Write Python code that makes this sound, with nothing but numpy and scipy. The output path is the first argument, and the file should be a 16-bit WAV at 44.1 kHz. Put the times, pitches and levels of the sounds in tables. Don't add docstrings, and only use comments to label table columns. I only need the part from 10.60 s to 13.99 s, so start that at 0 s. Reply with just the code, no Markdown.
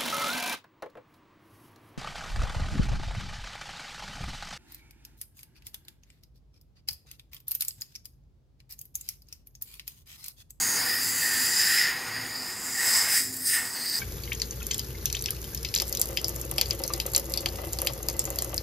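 import sys
import numpy as np
from scipy import signal
from scipy.fft import rfft, irfft
from scipy.io import wavfile

SR = 44100
rng = np.random.default_rng(int(sys.argv[2]) if len(sys.argv) > 2 else 0)


def generate_wav(signal):
    frames = np.transpose(np.atleast_2d(signal))
    scaled = np.clip(frames, -1, 1) * 32767
    pcm = np.round(scaled).astype(np.int16)
    wavfile.write(sys.argv[1], SR, pcm)


def volts(x):
    e = np.asarray(x, float) / 20
    return 10 ** e


N = 149499

# (frequency [Hz], relative density [dB per Hz])
AIR_SPECTRUM = [(15, -57), (25, -34), (54, -6), (159, -3), (252, -2), (393, -2), (495, -15), (701, -11),
                (2500, -16.5), (3250, -56), (5500, -120)]
# (frequency [Hz], rms level before wavering [dB])
HUM_LINES = [(107.7, -62.5), (258.4, -57.5)]
# (time [s], main resonance [dB],
# low resonance [dB], low rush [dB], treble hiss [dB], sliding resonance [dB], its centre [Hz])
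TUBE_LEVELS = [(0.0, -33, -37, -44, -32, -30, 6580), (0.16, -33, -36.5, -41, -32, -29.5, 6640),
               (0.23, -30, -34, -39.5, -31, -36.5, 7040), (0.39, -36.5, -39, -48, -34, -39, 6700),
               (0.42, -33, -39, -50, -32.5, -32.5, 7500), (0.62, -34.5, -34.5, -44, -32, -31, 7550),
               (0.95, -30.5, -35, -44.5, -32.5, -31, 7340), (1.0, -27, -32, -48, -29, -30, 7350),
               (1.18, -26, -29, -44.5, -29, -30.5, 7430), (1.35, -40, -38.5, -44.5, -43.5, -44.5, 6500),
               (1.56, -39.5, -39.5, -46, -45.5, -47, 6730), (1.68, -42.5, -43, -48, -44.5, -43.5, 6670),
               (1.75, -36, -44, -48.5, -45.5, -45.5, 7400), (1.98, -44, -44, -51, -45, -39.5, 7570),
               (2.15, -38.5, -42, -50.5, -37.5, -36.5, 7390), (2.23, -31, -34, -40.5, -31, -31, 7840),
               (2.37, -26, -33, -39.5, -28.5, -27, 7700), (2.47, -33, -34.5, -41, -33.5, -33.5, 7530),
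               (2.57, -24.5, -31.5, -47, -23.5, -26.5, 7830), (2.63, -38.5, -44.5, -68, -34, -34, 7840),
               (2.72, -44.5, -57, -78, -43.5, -43.5, 7100), (2.842, -44, -50.5, -65, -37, -43, 8340),
               (2.862, -31, -46.5, -81, -30, -28, 8150), (2.94, -29.5, -32, -48, -28.5, -28.5, 8000),
               (3.02, -41.5, -40.5, -48, -39.5, -39, 7850), (3.14, -40.5, -45.5, -48.5, -42, -40.5, 8050),
               (3.17, -35.5, -42.5, -49, -42, -41, 8300), (3.31, -33, -43.5, -55.5, -39.5, -37.5, 8500),
               (3.39, -30, -43, -49.5, -37, -33.5, 7800)]
# (time [s], frequency [Hz])
MAIN_CENTRE = [(0.0, 4830), (0.33, 5000), (0.58, 4785), (1.14, 5044), (1.74, 4830), (1.81, 4950),
               (2.6, 5060), (2.77, 4980), (2.89, 5090), (3.14, 4900), (3.16, 4770), (3.39, 4890)]
# (frequency [Hz], relative density [dB per Hz])
LOW_SPECTRUM = [(820, -58), (1400, -7.5), (1600, -7), (1850, 4.5), (2150, -2), (2290, -9.5), (2500, -6),
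                (3400, -13.5), (4200, -13.5), (6500, -120)]
RUSH_SPECTRUM = [(260, -54), (503, -1.5), (567, -11.5), (824, 0), (1500, -1.5), (1950, -8), (3300, -120)]
TREBLE_SPECTRUM = [(5180, -14), (8800, 2.5), (11200, 3), (14300, 2.5), (15700, 1.5)]
# (frequency [Hz], filter width [Hz], gain at its centre [dB])
STEADY_DIPS = [(4804, 14, -4)]
# (start [s], length [s], frequency [Hz], filter width [Hz], gain at full opening [dB])
PASSING_RESONANCES = [(-.03, 0.17, 7060, 350, -2), (0.356, 0.5, 10200, 500, 5), (0.388, 0.23, 6600, 800, 6),
                      (0.31, 0.54, 13100, 900, 4), (0.917, 0.32, 10900, 1400, 5),
                      (.95, 0.16, 13800, 900, 6), (1.262, 1, 6970, 450, 5.5), (1.398, 0.6, 8540, 450, 6.5),
                      (1.586, 0.65, 12200, 500, 7), (2.467, 0.19, 9170, 1010, 5.5),
                      (2.81, 0.17, 9180, 1210, 7), (3.152, .4, 14400, 1600, 9.5), (3.15, .4, 4260, 350, 6)]
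# (time [s], jump over the tube sound [dB])
WATER_SPITS = [(2.726, 4.1), (2.738, 7), (2.765, 6.8)]

AIR_START_DB, AIR_FADE_DB_PER_S = -47, 0.98
HUM_WAVER_DB, HUM_WAVER_HZ = 4.5, 1.7
THRUM_START_S, THRUM_LENGTH_S, THRUM_HZ, THRUM_PEAK_DB = 1.46, 0.2, 112.7, -47.5
ROOM_T60_S, ROOM_DB, WALL_CUT_HZ = 0.22, -8, 5000
SPRAY_PER_S, SPRAY_SPREAD_DB, SPRAY_DB = 3000, 5.5, -8.5
MAIN_WIDTH_HZ, MAIN_SKIRT_DB, MAIN_BAND_HZ = 600, -8, (3700, 6300)
SLIDE_WIDTH_HZ, SLIDE_SKIRT_DB, SLIDE_BAND_HZ = 1000, 2.5, (5820, 9670)
FLUTTER_DB, FLUTTER_RATE_HZ = 0.65, 27.5
PATCHY_DB, PATCHY_RATE_HZ = 0.91, 3.14
MOTTLE_DB, MOTTLE_RATE_HZ, MOTTLE_WIDTH_HZ = 2, 1.18, 420
LOW_MOTTLE_DB, LOW_MOTTLE_WIDTH_HZ = 2, 300
EDGE_S, SPIT_T60_S = 0.012, 0.047


def seconds():
    return np.arange(N) / SR


def in_time(rows):
    times, *columns = np.transpose(rows)
    return [np.interp(seconds(), times, column) for column in columns]


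def rms_one(x):
    return x / np.sqrt(np.mean(x ** 2) + 1e-20)


def drift(rate_hz):
    r = np.exp(-2 * np.pi * rate_hz * 40 / SR)
    noise = rng.standard_normal(N // 40 + 2002)
    slow = signal.lfilter([1], [1, -2 * r, r * r], noise)[2000:]
    slow = rms_one(slow - slow.mean())
    return np.interp(np.arange(N) / 40, np.arange(len(slow)), slow)


def swell(start, length):
    t = seconds() - start
    return np.clip(np.minimum(t, length - t) / EDGE_S, 0, 1)


def colour(x, spectrum):
    hz = np.arange(N // 2 + 1) * SR / N + 1e-3
    points_hz, points_db = np.transpose(spectrum)
    gain_db = np.interp(np.log(hz), np.log(points_hz), points_db, -120, -120)
    return rms_one(irfft(rfft(x) * volts(gain_db), N))


def ventilation():
    level_db = AIR_START_DB - AIR_FADE_DB_PER_S * seconds()
    return volts(level_db) * colour(rng.standard_normal(N), AIR_SPECTRUM)


def motor_hum():
    hum = np.zeros(N)
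    for hz, db in HUM_LINES:
        phase = 2 * np.pi * np.cumsum(hz + HUM_WAVER_HZ * drift(4.56)) / SR
        level_db = db + HUM_WAVER_DB * drift(4.7)
        hum += np.sqrt(2) * volts(level_db) * np.sin(phase)
    return hum


def thrum():
    tone = np.sin(2 * np.pi * THRUM_HZ * seconds())
    return volts(THRUM_PEAK_DB) * swell(THRUM_START_S, THRUM_LENGTH_S) * tone


def room(x):
    t = np.arange(SR // 2) / SR
    dulled = signal.lfilter(*signal.butter(1, WALL_CUT_HZ, fs=SR), rng.standard_normal(len(t)))
    tail = dulled * volts(-60 * t / ROOM_T60_S) * (t > 0.004)
    tail = volts(ROOM_DB) * tail / np.sqrt(np.sum(tail ** 2))
    lead = x[len(t):0:-1]
    wet = signal.fftconvolve(np.concatenate([lead, x]), tail)[len(lead):len(lead) + N]
    return (x + wet) / np.sqrt(1 + volts(2 * ROOM_DB))


def turbulence():
    sizes_db = SPRAY_SPREAD_DB * np.minimum(rng.exponential(1, N), 5)
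    sizes = volts(sizes_db) * rng.choice([-1, 1], N)
    spray = rms_one(sizes * (rng.random(N) < SPRAY_PER_S / SR))
    return rng.standard_normal(N) + volts(SPRAY_DB) * spray


def moving_resonance(x, centre_hz, width_hz, skirt_db, band_hz):
    hiss = rms_one(signal.sosfilt(signal.butter(4, band_hz, "band", fs=SR, output="sos"), x))
    peak, state = np.zeros(N), np.zeros((2, 2))
    r = np.exp(-np.pi * width_hz / SR)
    for i in range(0, N, 128):
        poles = [1, -2 * r * np.cos(2 * np.pi * centre_hz[i] / SR), r * r]
        sections = [[1, 0, -0.82, *poles]] * 2
        peak[i:i + 128], state = signal.sosfilt(sections, hiss[i:i + 128], zi=state)
    return rms_one(rms_one(peak) + volts(skirt_db) * hiss)


def lift(x, hz, width_hz, db):
    section = np.concatenate(signal.iirpeak(hz, hz / width_hz, fs=SR))
    return x + (volts(db) - 1) * signal.sosfilt([section] * 2, x)


def peaks_and_mottle(x):
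    for hz, width_hz, db in STEADY_DIPS:
        x = lift(x, hz, width_hz, db)
    for start, length, hz, width_hz, db in PASSING_RESONANCES:
        x = lift(x, hz, width_hz, db * swell(start, length))
    for hz in np.linspace(6000, 15400, num=12):
        x = lift(x, hz, MOTTLE_WIDTH_HZ, MOTTLE_DB * drift(MOTTLE_RATE_HZ))
    for hz in np.linspace(1600, 2350, num=5):
        x = lift(x, hz, LOW_MOTTLE_WIDTH_HZ, LOW_MOTTLE_DB * drift(2 * MOTTLE_RATE_HZ))
    return x


def spit_gain():
    gain = np.ones(N)
    for start, db in WATER_SPITS:
        t = seconds() - start
        gain += (volts(db) - 1) * (t > 0) * volts(-60 * t.clip(0) / SPIT_T60_S)
    return gain


def suction():
    main_db, low_db, rush_db, treble_db, slide_db, slide_hz = in_time(TUBE_LEVELS)
    main_hz, = in_time(MAIN_CENTRE)
    main = moving_resonance(turbulence(), main_hz, MAIN_WIDTH_HZ, MAIN_SKIRT_DB, MAIN_BAND_HZ)
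    low = colour(turbulence(), LOW_SPECTRUM)
    rush = colour(turbulence(), RUSH_SPECTRUM)
    treble = colour(turbulence(), TREBLE_SPECTRUM)
    slide = moving_resonance(turbulence(), slide_hz, SLIDE_WIDTH_HZ, SLIDE_SKIRT_DB, SLIDE_BAND_HZ)
    parts = [(main, main_db), (low, low_db), (rush, rush_db), (treble, treble_db), (slide, slide_db)]
    tube = np.zeros(N)
    for part, db in parts:
        tube += part * volts(db + PATCHY_DB * drift(PATCHY_RATE_HZ))
    flutter = volts(FLUTTER_DB * drift(FLUTTER_RATE_HZ))
    return peaks_and_mottle(tube * spit_gain() * flutter)


def scene():
    background = ventilation() + motor_hum() + thrum()
    microphone = background + room(suction())
    return np.tile(microphone, (2, 1))


def roll_off(x):
    return signal.sosfilt(signal.butter(12, 17030, fs=SR, output="sos"), x)


def record(dry):
    return roll_off(dry)


dry = scene()
out = record(dry)
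generate_wav(out)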